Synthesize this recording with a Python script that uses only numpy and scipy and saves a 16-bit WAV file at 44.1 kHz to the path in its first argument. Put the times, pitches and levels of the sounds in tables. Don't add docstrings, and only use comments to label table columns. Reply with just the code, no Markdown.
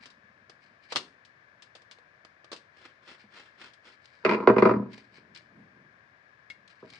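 import sys
import numpy as np
from scipy import signal
from scipy.fft import rfft, irfft
from scipy.io import wavfile
from scipy.ndimage import uniform_filter1d, minimum_filter1d

SR = 44100
rng = np.random.default_rng(int(sys.argv[2]) if len(sys.argv) > 2 else 0)


def int16_out(signal):
    q = np.round(np.clip(np.atleast_2d(signal).T, -1, 1) * 32767)
    wavfile.write(sys.argv[1], SR, q.astype(np.int16))


N = 308259
TIME = np.arange(N) / SR
BINS = abs(np.fft.fftfreq(16384, 1 / SR))

# t/s, level/dB, hollow body level/dB, chatter decay/s
PART_CLICKS = [(0.057, -40, 1, 0.012), (0.102, -48, 4, .011), (0.4968, -43.5, 14, .007),
               (0.922, -31.5, 12.5, .0045), (0.9248, -28.5, 10.5, .008), (.953, -39.5, 22, .007),
               (0.9589, -18, 6, .0055), (.965, -19, -1.5, .012), (.973, -36, 18, 0.0035),
               (1.25, -49, -25, .013), (1.622, -41.5, -8, .013), (1.7515, -42, 8.5, .013),
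               (1.819, -53, 10, .008), (1.912, -40, 1, .014), (1.986, -57.5, 21.5, .006),
               (2.249, -47, 12, .006), (2.444, -49, 12.5, .007), (2.5166, -33, 11, .015),
               (2.529, -34, 13, .012), (2.562, -40.5, -21, .014), (3.735, -49.5, -6.5, .01),
               (4.056, -49.5, -13.5, .004), (4.598, -47, -2.5, .005), (4.672, -45.5, -2.5, .003),
               (4.9319, -47, 5, .008), (4.9799, -49, 16, .005), (5.3491, -43, -16, .007),
               (5.3737, -43.5, -14, .006), (6.5, -43, -23.5, 0.014), (6.678, -49, -21, .005),
               (6.902, -45.5, -17, .005), (6.935, -47.5, -18, .004), (6.958, -51, -15, 0.0045)]
# f/Hz, level/dB
CLICK_SPECTRUM = [(30, -43), (90, -11), (200, -8), (360, -1), (520, -0.5), (780, -3.5), (1150, 4),
                  (1600, -0.5), (2400, 0.5), (3400, 3), (4800, 3), (6300, -7.5), (9000, -14.5),
                  (11000, -39.5)]
# peak t/s, level/dB, rise/s, fall/s
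SCREW_TURNS = [(2.815, -57.5, .12, 0.09), (2.858, -55.5, 0.049, 0.086), (3.105, -51, 0.11, 0.092),
               (3.375, -52, 0.1, 0.15), (3.618, -51, 0.059, 0.078), (3.66, -52.5, 0.089, 0.08),
               (3.878, -53.5, 0.068, 0.07)]
# f/Hz, level/dB
SCREW_SPECTRUM = [(60, -17), (250, 0), (800, -5.5), (1100, -2.5), (2300, 3), (3300, -2.5), (4700, -6),
                  (6300, -18), (9000, -23), (10500, -62)]
# peak t/s, level/dB, rise/s, fall/s
GLOVE_RUBS = [(.034, -52.5, 0.042, 0.052), (.63, -67, 0.043, 0.12), (.845, -63, .05, 0.056),
              (.918, -45, .04, 0.011), (3.205, -57, 0.033, .06), (3.935, -58.5, 0.045, .025),
              (4.06, -60.5, 0.074, 0.054), (4.17, -66, 0.23, 0.15), (4.94, -54, 0.057, 0.042),
              (4.975, -54.5, 0.019, 0.086), (5.166, -57, 0.087, 0.052), (5.362, -53, .03, 0.073),
              (6.705, -57, .035, 0.071), (6.802, -60.5, .015, .03), (6.94, -56.5, 0.18, 0.38)]
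# f/Hz, level/dB
GLOVE_SPECTRUM = [(60, -18.5), (250, -6.5), (900, -5), (2100, 5.5), (2900, 1), (3600, -1.5), (4400, 1),
                  (5400, -5), (6300, -15.5), (9000, -19), (10500, -42.5)]
# t/s, level/dB
WIRE_RELEASES = [(6.502, -46)]
# f/Hz, level/dB, t60/s
WIRE_MODES = [(2000, 1.5, 0.068), (2173, 10, 0.072), (2760, -3.5, 0.067), (3325, -4, 0.041),
              (4600, -28, 0.034)]

# t/s, level/dB, boom level/dB, crack level/dB
COUNTER_KNOCKS = [(3.237, -58, 13.5, -2), (4.2494, -14.5, -17.5, 10), (4.262, -18.5, -0.5, 7),
                  (4.2928, -18, -9.5, 11), (4.402, -29.5, 1, -1), (4.4736, -3.5, -10, -3),
                  (4.489, -17, 3, -7.5), (4.498, -10.5, 4.5, -8.5), (4.53, -28.5, -1, -15.5),
                  (4.564, -13.5, 1.5, -9.5), (4.583, -14.5, 1.5, 4), (4.623, -9, -5.5, -2.5),
                  (4.6536, -10.5, 2.5, -3.5), (4.659, -12, -1, -14), (4.672, -18, 3, -4),
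                  (4.694, -15.5, 2.5, -5), (4.711, -18.5, 3, -4), (4.738, -23.5, 10, -7),
                  (5.18, -54.5, 9.5, 5)]
# start t/s, length/s, gap/s, first level/dB, boom level/dB, crack level/dB, fade/(dB/s)
BOUNCE_RUNS = [(4.312, .04, .011, -22, -3.5, 10, 57), (4.762, .135, .032, -27.5, 17, -35.5, 132),
               (6.8264, .055, .022, -42, -6, -35, 370)]
# peak t/s, level/dB, rise/s, fall/s
TOOL_DRAGS = [(4.315, -29.5, .09, .11), (4.405, -42.5, .06, 0.3), (4.562, -36.5, 0.094, .06),
              (4.672, -32, .17, 0.11)]
# f/Hz, width/Hz, height over the floor/dB
COUNTER_MODES = [(123.6, 7.5, 24), (198, 17, 15.5), (216, 19, 11), (271, 14, 11.5), (359, 28, 5.5),
                 (386, 29, 10.5), (437, 62, 4.5), (482, 30, 11.5), (632, 21, 11.5), (630, 25, 17),
                 (720, 16, 6.5), (839.6, 25, 6), (985, 43, 15), (1083, 24, 8.5), (1235, 130, 1.5),
                 (1376, 120, 0.5), (1573, 6.8, 4), (1890, 30, 2), (2073, 36, 10), (2250, 25, 3.5),
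                 (2410, 110, 9.5), (4750, 350, 0.5)]
# f/Hz, level/dB
COUNTER_SPECTRUM = [(30, -43.5), (65, -25), (150, -18), (210, -2), (400, -0.5), (540, -5), (790, -11.5),
                    (1250, -5.5), (1700, -14), (2650, -18.5), (3150, -28), (4700, -32), (6200, -47),
                    (9000, -57), (11500, -83.5)]
# peak t/s, level/dB, rise/s, fall/s
BODY_LEANS = [(5.0, -66, 0.064, 0.23), (5.285, -58, .4, 0.42), (5.6, -52.5, 0.18, 0.17),
              (5.76, -58, 0.083, 0.39), (6.66, -66.5, .4, 0.07), (6.84, -53.5, 0.034, 0.24)]
# f/Hz, level/dB
LEAN_SPECTRUM = [(40, -36), (110, 0), (200, 1.5), (380, -7), (700, -20), (1500, -28), (4000, -52.5)]

# f/Hz, level/dB
AIR_SPECTRUM = [(25, -38.5), (50, -15.5), (90, 1), (125, 2), (220, -5), (430, -5.5), (610, .5), (860, -7.5),
                (1050, -1.5), (1400, -6), (2300, -5), (2850, -17.5), (5500, -27), (9000, -44)]
# f/Hz, t60/s
ROOM_DECAY = [(100, 0.65), (300, 0.41), (1000, 0.27), (4000, 0.24), (10000, 0.26)]
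# f/Hz, side gain/dB, left over right/dB
HANDS_STEREO = [(97, -18.5, 2), (400, -12, -1), (1202, -3.5, -1), (2700, 1.5, 3.5), (4440, -2.5, 9),
                (8000, -1.5, 2.5)]
# f/Hz, side gain/dB, left over right/dB
COUNTER_STEREO = [(100, -19.5, 2), (300, -11.5, 0.5), (600, -3.5, -1), (1200, -3.5, 0), (2500, -1, 1.5),
                  (4600, -1, 5.5), (8000, -9.5, 4)]
# f/Hz, side gain/dB, left over right/dB
AIR_STEREO = [(100, -17, 1), (296.8, -12.5, 1), (608.6, -6, 1.8), (1113, -5, 9), (1693, -6, 14),
              (2540, -4.5, 11), (5050, -1, 15), (9000, 0, 3.5)]

SCREW_DB, GLOVE_DB, DRAG_DB, LEAN_DB = 1, 1, 17, 0.5
CATCHES_PER_S, CATCH_DB = 98, -9
UNEVEN_DB, UNEVEN_S = 1.76, 0.013
STROKE_DROP_DB = 20
BOUNCE_JITTER = 0.13
AIR_DB, TONE_HZ, TONE_WIDTH_HZ, TONE_DB = -62.5, 1682, 140, -64.5
THROB_HZ, THROB_RATE_HZ, THROB_DB, THROB_FADE_DB_PER_S = 218, 17, -67, 9.5
AIR_LAG_S, COUNTER_LAG_S = .00026, -0.000033
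EDGE_HZ = 11600


def clicks():
    out = np.zeros((2, N))
    for s, db, body_db, length in PART_CLICKS:
        contact = burst(TIME[:3000], length, direct=0.075)
        body = [(200, body_db / 2 + 3.5), (500, body_db), (2600, 0.0065)]
        add(out, s, amp(db) * colour(contact, body))
    return amp(23.5) * colour(out, CLICK_SPECTRUM)


def rubbing():
    threads = grains(per_s=1500, spread_db=3.5, smooth=.7, length=.002)
    fabric = grains(per_s=700, spread_db=3.7, smooth=.6, length=.002)
    catches = grains(per_s=CATCHES_PER_S, spread_db=2, smooth=0, length=.003)
    screw = unit(colour(threads, SCREW_SPECTRUM)) * strokes(SCREW_TURNS)
    glove = unit(colour(fabric + amp(CATCH_DB) * catches, GLOVE_SPECTRUM)) * strokes(GLOVE_RUBS)
    return (amp(SCREW_DB) * screw + amp(GLOVE_DB) * glove) * pressure()


def pressure():
    return amp(UNEVEN_DB * band(0, width_hz=1 / (2 * UNEVEN_S))[0])


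def wire():
    out, t = np.zeros((2, N)), TIME[:8000]
    for s, db in WIRE_RELEASES:
        reflections = burst(t, length=0.0033, direct=0.85)
        ping = signal.fftconvolve(reflections, ring(WIRE_MODES, t)[None], axes=1)
        add(out, s, amp(db) * ping)
    return out


def counter():
    slips = grains(per_s=250, spread_db=3.5, smooth=0.31, length=0.0044)
    slips = colour(slips, [(300, 0.0), (1300, 1.5), (2600, -5.0), (6000, 1.5)])
    force = amp(DRAG_DB) * slips * strokes(TOOL_DRAGS)
    for s, db, boom_db, crack_db in COUNTER_KNOCKS + list(bounces()):
        add(force, s, amp(db) * blow(boom_db, crack_db))
    peaks = sum(amp(2 * db) / (1 + (2 * (BINS - hz) / width) ** 2) for hz, width, db in COUNTER_MODES)
    response_db = read(COUNTER_SPECTRUM, BINS) + 10 * np.log10(1 + peaks)
    return causal(bend(force, lag=0.0031), response_db)


def blow(boom_db, crack_db):
    push_spectrum = [(200, boom_db), (400, 4.5), (700, -6.0), (1250, -1.5),
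                     (2700, crack_db - 5.0), (4500, crack_db - 11.0)]
    rattle_spectrum = [(200, -12.0), (450, -3.0), (1100, -2.0), (1800, crack_db / 2 + 2.5),
                       (2450, crack_db - 1.5), (3200, crack_db - 3), (4700, crack_db)]
    push = colour(burst(TIME[:3000], length=0.0059, direct=2.7), push_spectrum)
    rattle = colour(burst(TIME[:3000], length=0.01, direct=.1), rattle_spectrum)
    return amp(30.5) * push + amp(34.0) * rattle


def bounces():
    for start, length, gap, db, boom_db, crack_db, fade in BOUNCE_RUNS:
        gaps = gap * (1 + BOUNCE_JITTER * rng.uniform(-1, 1, size=12))
        for t in np.cumsum(np.r_[0, gaps]):
            if t < length:
                yield start + t, db - fade * t, boom_db, crack_db


def bend(x, lag):
    hz = np.fft.rfftfreq(N, 1 / SR)
    slowness = np.sqrt(3000 / np.clip(hz, 100, 3000)) - 1
    delay = lag * slowness / np.interp(400, hz, slowness)
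    phase = 2 * np.pi * np.cumsum(delay) * hz[1]
    return irfft(rfft(x) * np.exp(-1j * phase), N)


def leaning():
    shuffle = unit(colour(rng.standard_normal((2, N)), LEAN_SPECTRUM))
    return shuffle * strokes(BODY_LEANS) * amp(LEAN_DB)


def appliance():
    air = unit(colour(rng.standard_normal((2, N)), AIR_SPECTRUM))
    return amp(AIR_DB) * air + amp(TONE_DB) * band(TONE_HZ, TONE_WIDTH_HZ)


def throb():
    beat = (1 + np.cos(2 * np.pi * THROB_RATE_HZ * (TIME - .012))) ** 2
    murmur = unit(beat * band(THROB_HZ, width_hz=48)[0])
    return murmur * amp(THROB_DB - THROB_FADE_DB_PER_S * TIME)


def room(x, wet_db):
    hz, t, z = signal.stft(rng.standard_normal((2, SR)), SR, nperseg=256)
    decay = amp(-60 * t / read(ROOM_DECAY, hz)[:, None])
    tail = signal.istft(z * decay, SR, nperseg=256)[1]
    tail *= 1 - np.exp(-TIME[:tail.shape[1]] / 0.0051)
    tail /= np.linalg.norm(tail[0])
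    return x + amp(wet_db) * signal.fftconvolve(x, tail, axes=1)[:, :N]


def ports(x, table, lag_s=0):
    hz, side_db, left_db = np.transpose(table)
    bins = np.fft.rfftfreq(N, 1 / SR)
    mid = rfft(x.mean(0))
    side = rfft(x[0] - x[1]) / 2 * amp(read(np.c_[hz, side_db], bins))
    lean = amp(read(np.c_[hz, left_db], bins) / 2) * np.exp(-1j * np.pi * bins * lag_s)
    return irfft([(mid + side) * lean, (mid - side) / lean], N)


def strokes(rows):
    power = np.zeros(N)
    for s, db, rise, fall in rows:
        attack = np.clip(1 + (TIME - s) / max(rise, .005), 0, 1) ** 2
        release_db = STROKE_DROP_DB * np.maximum(TIME - s, 0) / max(fall, .005)
        power += (attack * amp(db - release_db)) ** 2
    return np.sqrt(power)


def grains(per_s, spread_db, smooth, length):
    sizes = amp(spread_db * np.minimum(rng.exponential(1, N), 3.5)) * rng.choice([-1, 1], N)
    slips = sizes * (rng.random(N) < per_s / SR)
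    snaps = signal.oaconvolve(slips[None], burst(TIME[:1024], length, 0.81), axes=1)[:, :N]
    return unit(snaps) + smooth * rng.standard_normal((2, N))


def burst(t, length, direct):
    scatter = rng.standard_normal((2, len(t))) * np.exp(-t / length)
    scatter /= np.linalg.norm(scatter, axis=1, keepdims=True)
    scatter[:, 0] += direct
    return scatter / np.hypot(1, direct)


def ring(modes, t):
    return sum(amp(db - 60 * t / t60) * np.sin(2 * np.pi * hz * t) for hz, db, t60 in modes)


def band(hz, width_hz):
    bins = np.fft.rfftfreq(N, 1 / SR)
    resonance = 1 / (1 + ((bins - hz) / width_hz) ** 2)
    return unit(irfft(rfft(rng.standard_normal((2, N))) * resonance, N))


def colour(x, points, size=4096):
    return causal(x, read(points, abs(np.fft.fftfreq(size, 1 / SR))))


def causal(x, db):
    spectrum = np.exp(np.conj(signal.hilbert(np.log(amp(db)))))
    taps = np.fft.ifft(spectrum).real[:len(db) // 2]
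    return signal.oaconvolve(x, taps[None], axes=1)[:, :x.shape[1]]


def read(points, hz):
    f, value = np.transpose(points)
    return np.interp(np.log(hz + 1), np.log(f + 1), value)


def add(mix, s, sound):
    part = mix[:, round(s * SR):][:, :sound.shape[-1]]
    part += sound[..., :part.shape[1]]


def amp(db):
    return 10 ** (np.asarray(db) / 20)


def unit(x):
    return x / np.sqrt(np.mean(x ** 2) + 1e-20)


def scene():
    hands = room(clicks() + rubbing() + wire(), wet_db=-12)
    worktop = room(counter(), wet_db=-12) + leaning()
    near = ports(hands, HANDS_STEREO) + ports(worktop, COUNTER_STEREO, COUNTER_LAG_S)
    background = ports(appliance(), AIR_STEREO, AIR_LAG_S) + throb()
    return near + background


def record(dry):
    needed = np.minimum(1, .95 / (abs(dry).max(0) + 1e-9))
    gain = uniform_filter1d(minimum_filter1d(needed, size=301), size=301)
    lowpass = signal.firwin(511, EDGE_HZ, window=("kaiser", 9), fs=SR)
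    return signal.oaconvolve(dry * gain, lowpass[None], "same", axes=1)


dry = scene()
out = record(dry)
int16_out(out)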